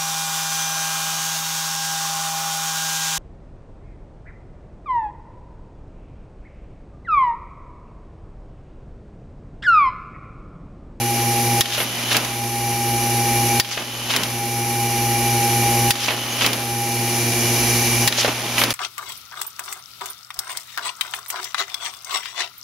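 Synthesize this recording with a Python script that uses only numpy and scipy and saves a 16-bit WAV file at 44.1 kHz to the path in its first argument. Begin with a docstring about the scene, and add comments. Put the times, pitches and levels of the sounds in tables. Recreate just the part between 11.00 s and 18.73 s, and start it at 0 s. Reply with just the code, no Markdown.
"""An envelope feeder pulls four sheets, one by one, over the hum and hiss of its vacuum pump. On each feed a
clutch clacks, the rollers whirr, the sheet rustles, pops and lands, and a latch ticks shut. The warehouse adds
a thin tail. Late on, the microphone moves in. Its gain control ducks at every clack and creeps back, so the
steady hum seems to drop and swell."""
import sys
import numpy as np
from scipy import signal
from scipy.fft import rfft, irfft, next_fast_len
from scipy.io import wavfile
from scipy.ndimage import minimum_filter1d

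SR = 44100
rng = np.random.default_rng(int(sys.argv[2]) if len(sys.argv) > 2 else 0)


def log_audio(samples):
    """Write samples as a 16-bit WAV file to the path given in sys.argv[1]."""
    # one column per channel
    frames = np.atleast_2d(samples).T
    # limit to full scale, then quantise
    limited = np.clip(frames, -1, 1)
    pcm = np.round(limited * 32767).astype(np.int16)
    wavfile.write(sys.argv[1], SR, pcm)


N = 340893
T = np.arange(N) / SR
FFT_SIZE = next_fast_len(N + 8192, True)
HZ = np.fft.rfftfreq(FFT_SIZE, 1 / SR)
MAINS_HZ, SHAFT_HZ = 60, 28.993

# one clutch clack a sheet (time [s], level [dB], second strike's delay [s], its relative level [dB],
# sheet rub level [dB], roller whirr level [dB])
FEEDS = [(0.6084, 8.5, 0.003, -5, 0.5, -22.5), (2.5988, 10.5, 0.0019, -1.5, -.5, -23),
         (4.9071, 7, 0.0026, -3, -.5, -24), (7.0764, 4, 0.0046, -4, -1.5, -42)]
# ring of the clutch metal (frequency [Hz], width [Hz], boost at full ring [dB])
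METAL_MODES = [(1854, 110, 22), (3340, 150, 9), (3820, 100, 17), (4690, 40, 22), (5370, 430, 16),
               (7200, 140, 14), (10600, 350, 13)]
# body of the clutch metal (frequency [Hz], level [dB])
METAL_EQ = [(100, -22), (900, -4.5), (1700, -3), (3200, 2.5), (5500, -2), (7500, -3.5), (10500, -4),
            (15500, -6.5)]
# sheet stop and latch at the end of each feed (time [s], level [dB])
LATCH_TICKS = [(1.167, 2), (1.248, -7), (3.163, 1), (3.234, -5), (5.4625, 0.5), (5.5314, -4.5), (7.637, 0),
               (7.7055, -3.5)]
# swells as a sheet peels off, bends into the rollers, slips out and settles on the conveyor
# (time after the clack [s], rise [s], fall [s], flutter level [dB], rustle level [dB])
SHEET_SWELLS = [(0.135, 0.065, 0.064, -24, -6), (0.21, .03, 0.034, -11.5, -16),
                (0.517, 0.026, 0.04, -22, -7.5), (0.559, 0.037, 0.12, -11.5, -17)]
# the sheet buckles as it leaves the stack (time [s], pop level [dB], crack level [dB])
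BUCKLES = [(0.7788, -11.5, -6), (0.802, -11, -3), (2.7135, -24, -7), (2.7747, -8, -4.5), (5.0826, -7, -0.5),
           (5.1049, -15, -4.5), (7.1837, -15, -7.5), (7.247, -6.5, -2), (7.282, -9, -11)]
# its tail slaps down twice (time after the clack [s], level [dB])
TAIL_SLAPS = [(0.503, -5.5), (0.538, -3.5)]
# paper colours: low flutter, bright rustle, hollow pop, sharp crack (frequency [Hz], level [dB])
FLUTTER_EQ = [(50, -36), (170, -3.5), (250, 5.5), (370, -1.5), (600, 1.5), (1000, -0.5), (1700, -4.5),
              (2600, -2.5), (5000, -29)]
RUSTLE_EQ = [(600, -15), (1500, -5.5), (2200, -2), (3100, 3), (4500, -1.5), (6300, -2), (7500, -9.5),
             (10500, -8), (15500, -18.5)]
POP_EQ = [(100, -14), (300, -10), (600, 7), (850, -8), (1300, -6), (4000, -32)]
CRACK_EQ = [(300, -12), (1100, 2.5), (2200, 6), (3300, 5), (5500, -8), (10000, -22), (15500, -24)]
# the sheet's edge on the stack (time [s], length [s], centre [Hz], width [Hz], level [dB])
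EDGE_SCRAPES = [(0.763, 0.092, 11000, 2960, -12.5), (2.705, 0.032, 5800, 2200, -9),
                (4.995, 0.036, 5800, 2500, -17), (5.097, 0.047, 11200, 1600, -20),
                (7.17, 0.053, 5500, 2600, -8), (7.57, .08, 11000, 4000, -16)]
# envelope of the roller squeak (time [s], gain [0-1])
SQUEAK_ENVELOPE = [(5.285, 0), (5.305, 1), (5.335, 1), (5.355, 0)]
# motor hum (harmonic [x mains], level [dB])
HUM_PARTIALS = [(1, -49.6), (2, -22.0), (4, -28.5), (6, -28.9), (7, -43.7), (8, -38.1), (10, -46.6)]
# beat of the four pump vanes (harmonic [x shaft speed], level [dB])
VANE_PARTIALS = [(2, -47.4), (4, -36.3), (8, -37.0), (12, -31.9), (15, -50.0), (16, -40.8), (20, -43.7),
                 (24, -40.2)]
# rotor whine (harmonic [x shaft speed], level [dB], left minus right [dB])
WHINE_PARTIALS = [(66, -12, -1), (72, -13, 1), (77, -8, -5), (80, -11, -6), (81, 0, -3), (82, -8, -2),
                  (84, -13, 0), (93, -10, 1), (97, -10, -4), (98, -13, -1), (100, -15, 6), (101, -13, 0),
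                  (117, -14, 5), (200, -8, 6), (208, -14, 4), (210, -11, 2)]
# colour of the exhaust air (frequency [Hz], side level [dB], close level [dB])
AIR_EQ = [(25, -12, -15), (59, -2.5, 1), (130, -1.5, -2.5), (259, 2.2, 3), (555, -0.8, -4), (820, 1.6, 3),
          (1390, -5.5, -6), (2010, -0.5, 1.5), (3470, -4.5, -3.5), (5970, 0, 2.5), (8400, -7.5, -6.5),
          (9750, 2.5, 2), (12850, -3, -5.5), (16400, -14.5, -14)]
# air line resonances (frequency [Hz], width [Hz], side boost [dB], close boost [dB])
HOSE_MODES = [(58, 6, 9, 11), (2350, 90, 4, 8), (2905, 90, 6, 6), (5790, 60, 6, 0), (6130, 130, 3, 6),
              (9850, 120, 3, 3), (10125, 70, 4, 5), (10637, 14, 12, 2), (11550, 130, 8, 2)]
# thin whistles close to the pump (frequency [Hz], level [dB])
PUMP_WHISTLES = [(1884, -42), (2466, -40), (2492, -42), (2902, -36), (2928, -38), (6122, -38), (10126, -41)]
# drone of the conveyor drive (frequency [Hz], level [dB])
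CONVEYOR_PARTIALS = [(177.3, -45), (265.6, -45), (436.5, -47), (506, -48), (852, -45)]
# the microphone moves from the pump's side to close in front (time [s], close share [0-1])
APPROACH = [(5.6, 0.18), (6.3, 0.7)]
# last, it leans over the feeder, away from the motor (time [s], share of the way [0-1])
LEAN_IN = [(6.4, 0.44), (7, 1)]
# it leaves the beam of the pipe note (time [s], level [dB])
PIPE_FADE = [(5.95, 0), (6.2, -10.5)]
# the hiss rises and falls as it moves (time [s], level [dB])
HISS_RIDE = [(4.7, -1), (5.3, -2.3), (5.9, -0.1), (6.7, 1.5), (7.4, -3)]
# likeness of the two microphone ports (frequency [Hz], coherence [0-1])
PORT_COHERENCE = [(40, .95), (130, .985), (290, .975), (640, .93), (1410, .78), (3100, .64), (6820, .48),
                  (15000, .36)]
# phase between the ports (frequency [Hz], left lead [rad])
PORT_PHASE = [(0, -0.045), (1700, -0.21), (4400, 0.1), (6800, -0.78), (10000, -0.91), (15000, -0.55)]
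# balance between the ports (frequency [Hz], left minus right [dB])
PORT_BALANCE = [(300, 0), (700, 1), (1300, 0), (2400, -2.5), (3400, 0), (6000, 3), (7400, .5), (9800, -3.5),
                (11600, -3), (12500, 1), (15000, -1)]


def clutch(clack_t60=0.044, tick_t60=0.043, clack_ring=0.51, tick_ring=0.22, rebound_s=0.048):
    """A hard double strike starts each feed; latch and stop tick in the same metal, drier and duller."""
    strikes = []
    for time, db, delay, second_db, *_ in FEEDS:
        strikes += [(time, db), (time + delay, db + second_db)]
    body, ring = spectrum(METAL_EQ), resonances(METAL_MODES)
    clacks = colour(bursts(strikes, clack_t60), body + clack_ring * ring)
    tick_eq = body + tick_ring * ring
    treble_octaves = np.log2(np.maximum(HZ / 3000, 1))  # light blows lose their top end
    ticks = colour(bursts(LATCH_TICKS, tick_t60), tick_eq - treble_octaves)
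    latch_drops = [(time + rebound_s, -3.5) for time, *_ in FEEDS]
    rebounds = colour(bursts(latch_drops, tick_t60), tick_eq - 6 * treble_octaves)
    return clacks + ticks + rebounds


def paper(grain_db=2.0, rustle_db=-1):
    """The sheet rubs in uneven slips, pops as it bends and slaps softly as it lands."""
    slips = unit(amp(grain_db * drift(310)))
    flutter_envelope, rustle_envelope = sheet_drag()
    flutter = colour(noise() * slips * flutter_envelope, spectrum(FLUTTER_EQ))
    rustle = colour(noise() * slips * amp(rustle_db) * rustle_envelope, spectrum(RUSTLE_EQ))
    pops = bursts([(time, db) for time, db, _ in BUCKLES], t60=0.056, snap=13.8)
    cracks = bursts([(time, db) for time, _, db in BUCKLES], t60=0.093, snap=3.0)
    slaps = bursts([(time + after, db) for time, *_ in FEEDS for after, db in TAIL_SLAPS], t60=0.088)
    return flutter + rustle + colour(pops, spectrum(POP_EQ)) + colour(cracks + slips * slaps, spectrum(CRACK_EQ))


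def sheet_drag(flutter_bed_db=-21, rustle_bed_db=-17):
    """Flutter and rustle envelopes: a steady rub through each feed, with four swells on top."""
    drags = feed_envelopes(start=0.005, rise=0.025, stop=0.94, fall=0.44)
    power = np.zeros((2, N))
    for (clack, *_, sheet_db, _), drag in zip(FEEDS, drags):
        moving = drag > 0
        rub = amp([[flutter_bed_db], [rustle_bed_db]]) ** 2
        for after, rise, fall, flutter_db, rustle_db in SHEET_SWELLS:
            t = T[moving] - clack - after
            swell = np.exp(np.minimum(t / rise, -t / fall))
            rub = rub + (amp([[flutter_db], [rustle_db]]) * swell) ** 2
        power[:, moving] += rub * (drag[moving] * amp([[0], [sheet_db]])) ** 2
    return np.sqrt(power)


def scrapes():
    """Short, bright rasps of paper sliding on paper."""
    out = np.zeros((2, N))
    for time, length, hz, width, db in EDGE_SCRAPES:
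        start, count = int(time * SR), int(length * SR)
        band = signal.butter(2, [hz - width / 2, hz + width / 2], "bandpass", fs=SR, output="sos")
        rasp = signal.sosfilt(band, rng.standard_normal(count) + rng.standard_normal((2, count)))
        out[:, start:start + count] += amp(db) * unit(rasp) * signal.windows.tukey(count, 0.5)
    return out


def rollers(whirr_hz=3000, half_width_hz=85, squeak_hz=6420, squeak_db=-23):
    """The turning rollers sing in one narrow band, and squeak once."""
    band_db = -20 * np.log10(1 + ((HZ - whirr_hz) / half_width_hz) ** 2)
    envelope = amp([whirr_db for *_, whirr_db in FEEDS]) @ turning()
    whirr = colour(noise() * envelope, band_db)
    squeak = curve(SQUEAK_ENVELOPE) * tone(squeak_hz * T + 0.21 * drift(74))
    return whirr + amp(squeak_db) * squeak


def pump_hum(shaft, buzz_above_hz=300):
    """Mains hum and vane pulses lie a few Hz apart and throb together; venting softens both."""
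    close, lean, vent = curve(APPROACH), curve(LEAN_IN), venting()
    buzz_db = 1 - 4 * vent + 3.5 * close - 5 * lean  # the upper partials move most
    hum, vanes = 0, 0
    for k, db in HUM_PARTIALS:
        lift_db = 2 * close * (k == 4) + buzz_db * (k * MAINS_HZ > buzz_above_hz)
        hum += amp(db + lift_db) * tone(k * MAINS_HZ * T)
    for k, db in VANE_PARTIALS:
        lift_db = 4 * close * (k == 24) + buzz_db * (k * SHAFT_HZ > buzz_above_hz)
        vanes += amp(db + lift_db) * tone(k * shaft)
    return amp(-1.5 * vent - 2 * lean) * (amp(0.7) * hum + amp(2 * close) * vanes)


def pipe_note(shaft, level_db=-20.6, vent_db=-10):
    """One pump harmonic sings in the pipe, wavering as the microphone crosses its standing waves."""
    dip_db = np.minimum(vent_db * venting(), curve(PIPE_FADE))
    note = amp(level_db + dip_db) * tone(28 * shaft)
    waver_depth = 0.12 + 0.4 * curve(APPROACH) ** 2
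    return note * (1 + waver_depth * drift(8.2)) * pan(1)


def rotor_whine(shaft, level_db=-34, vent_db=-2, lean_db=3):
    """High shaft harmonics shimmer above the hum, spread across the stereo field."""
    wavers = [1 + 0.2 * drift(6) for _ in range(4)]
    whine = sum(amp(db) * pan(balance_db) * tone(k * shaft) * wavers[i % 4]
                for i, (k, db, balance_db) in enumerate(WHINE_PARTIALS))
    return amp(level_db + vent_db * venting() + lean_db * curve(LEAN_IN)) * whine


def exhaust(shaft, level_db=-17.5, flicker_db=0.5, vent_db=-0.5):
    """Air hisses through the lines, puffing slightly with each vane; its colour shifts close up."""
    puffs = 1 + 0.035 * tone(4 * shaft)
    jet = noise() * puffs * amp(flicker_db * drift(40))
    ripple_db = 1.6 * drift(60)[:len(HZ)] * np.clip(HZ / 3000, 0, 1)  # standing waves in the hoses
    side = colour(jet, spectrum(AIR_EQ) + ripple_db + resonances(HOSE_MODES))
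    front = colour(jet, spectrum(AIR_EQ, column=2) + ripple_db + resonances(HOSE_MODES, column=3))
    close = curve(APPROACH)
    return amp(level_db + vent_db * venting() + curve(HISS_RIDE)) * ((1 - close) * side + close * front)


def conveyor_and_whistles():
    """The conveyor drive drones throughout; thin whistles come up as the microphone nears the pump."""
    sway = 0.12 * drift(10)
    drone = sum(amp(db) * tone(hz * T + sway) for hz, db in CONVEYOR_PARTIALS)
    whistles = [sum(amp(db) * tone(hz * T + 2 * sway) for hz, db in PUMP_WHISTLES) for _ in range(2)]
    return drone + curve(APPROACH) * np.array(whistles)


def warehouse(x, t60=0.74, predelay_s=0.014):
    """A thin, diffuse tail from the far walls."""
    t = T[:SR // 2]
    tail = rng.standard_normal((2, len(t))) * amp(-60 * t / t60) * (t > predelay_s)
    return signal.fftconvolve(x, tail / np.linalg.norm(tail[0]), axes=1)[:, :N]


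def feed_envelopes(start, rise, stop, fall):
    """One 0-1 attack, hold and release a sheet, timed in seconds from its clack."""
    since_clack = np.array([T - time for time, *_ in FEEDS])
    return np.clip(np.minimum((since_clack - start) / rise, (stop - since_clack) / fall), 0, 1)


def turning():
    """One envelope a sheet: 1 while the rollers are up to speed."""
    return feed_envelopes(start=0.08, rise=0.05, stop=0.66, fall=0.05)


def venting():
    """0 while the pump holds its suction, 1 while a feed vents it."""
    return feed_envelopes(start=0.093, rise=0.25, stop=0.8, fall=0.24).sum(0)


def amp(db):
    """Decibels to gain."""
    return 10 ** (np.asarray(db) / 20)


def pan(balance_db):
    """Left and right gains, balance_db apart."""
    return amp(np.outer([0.5, -0.5], balance_db))


def unit(x):
    """Scale to rms 1."""
    return x / np.sqrt(np.mean(x ** 2) + 1e-20)


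def tone(turns):
    """A sine of rms 1 with a random starting phase."""
    return np.sqrt(2) * np.sin(2 * np.pi * (turns + rng.random()))


def curve(rows):
    """An automation curve through (time, value) points."""
    return np.interp(T, *np.transpose(rows))


def spectrum(rows, column=1):
    """One column of a table along log frequency."""
    rows = np.asarray(rows)
    return np.interp(np.log(HZ + 1), np.log(rows[:, 0] + 1), rows[:, column])


def resonances(modes, column=2):
    """Resonant EQ peaks in dB, with the boost taken from the given column."""
    return sum(mode[column] / (1 + (2 * (HZ - mode[0]) / mode[1]) ** 2) for mode in modes)


def drift(rate):
    """Smooth random modulation of rms 1, changing about rate times a second."""
    knots = rng.standard_normal(int(3 * rate * T[-1]) + 2)
    smooth = signal.resample(knots, 8 * len(knots))
    return unit(np.interp(T, np.linspace(0, T[-1], len(smooth)), smooth))


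def noise():
    """White noise as the two microphone ports pick it up."""
    left, other = rfft(rng.standard_normal((2, FFT_SIZE)))
    shared = spectrum(PORT_COHERENCE)
    right = (shared * left + np.sqrt(1 - shared ** 2) * other) * np.exp(-1j * spectrum(PORT_PHASE))
    return irfft(np.array([left, right]) * pan(spectrum(PORT_BALANCE)), FFT_SIZE)[:, :N]


def colour(x, eq_db):
    """Minimum-phase EQ; white noise keeps its power."""
    cepstrum = irfft(np.log(unit(amp(eq_db))), FFT_SIZE)
    cepstrum[1:FFT_SIZE // 2] *= 2
    cepstrum[FFT_SIZE // 2 + 1:] = 0
    return irfft(rfft(x, FFT_SIZE) * np.exp(rfft(cepstrum)), FFT_SIZE)[..., :N]


def bursts(hits, t60, snap=0):
    """Decaying noise at each (time [s], level [dB]); snap adds a sharp transient."""
    power = np.zeros(N)
    for time, db in hits:
        power[int(time * SR)] += amp(db) ** 2
    decay = amp(-120 / (t60 * SR))
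    return noise() * np.sqrt(signal.lfilter([1], [1, -decay], power)) + snap * np.sqrt(power)


def scene(wet_db=-18):
    """The feed action and its warehouse tail over a bed of pump hum, whine and hiss."""
    speed_hz = SHAFT_HZ + 0.33 * turning().sum(0) + 0.012 * drift(3)  # vented, the pump runs faster
    shaft = np.cumsum(speed_hz) / SR  # in turns
    action = clutch() + paper() + scrapes() + rollers()
    pump = pump_hum(shaft) + pipe_note(shaft) + rotor_whine(shaft) + exhaust(shaft)
    return action + pump + amp(wet_db) * warehouse(action)


def gain_control(x, limit_db=-11.0, attack_s=0.0015, hold_s=0.094, recovery_s=0.84, start_duck_db=5.5):
    """Whatever passes the limit ducks the gain at once; it holds, then creeps back."""
    pole = np.exp(-1 / (attack_s * SR))
    power = signal.lfilter([1 - pole], [1, -pole], (x ** 2).mean(0))
    over_db = np.maximum(10 * np.log10(power + 1e-12) - limit_db, 0)
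    span = int(hold_s * SR) | 1
    held_db = -minimum_filter1d(-over_db, span, origin=span // 2, mode="constant")
    release = np.exp(-T / recovery_s)
    duck_db = np.maximum(np.maximum.accumulate(held_db / release), start_duck_db) * release
    return x / amp(duck_db)


def record(dry, notch_hz=8230, notch_width_hz=200, cutoff_hz=15780):
    """Gain control, full-scale clipping, a treble notch and a steep high cut."""
    clipped = np.clip(gain_control(dry), -1, 1)
    offset_squared = (HZ - notch_hz) ** 2
    notch = (offset_squared / (offset_squared + notch_width_hz ** 2)) ** 2
    high_cut = 1 / (1 + (HZ / cutoff_hz) ** 400)
    return irfft(rfft(clipped, FFT_SIZE) * notch * high_cut, FFT_SIZE)[:, :N]


dry = scene()
out = record(dry)
log_audio(out)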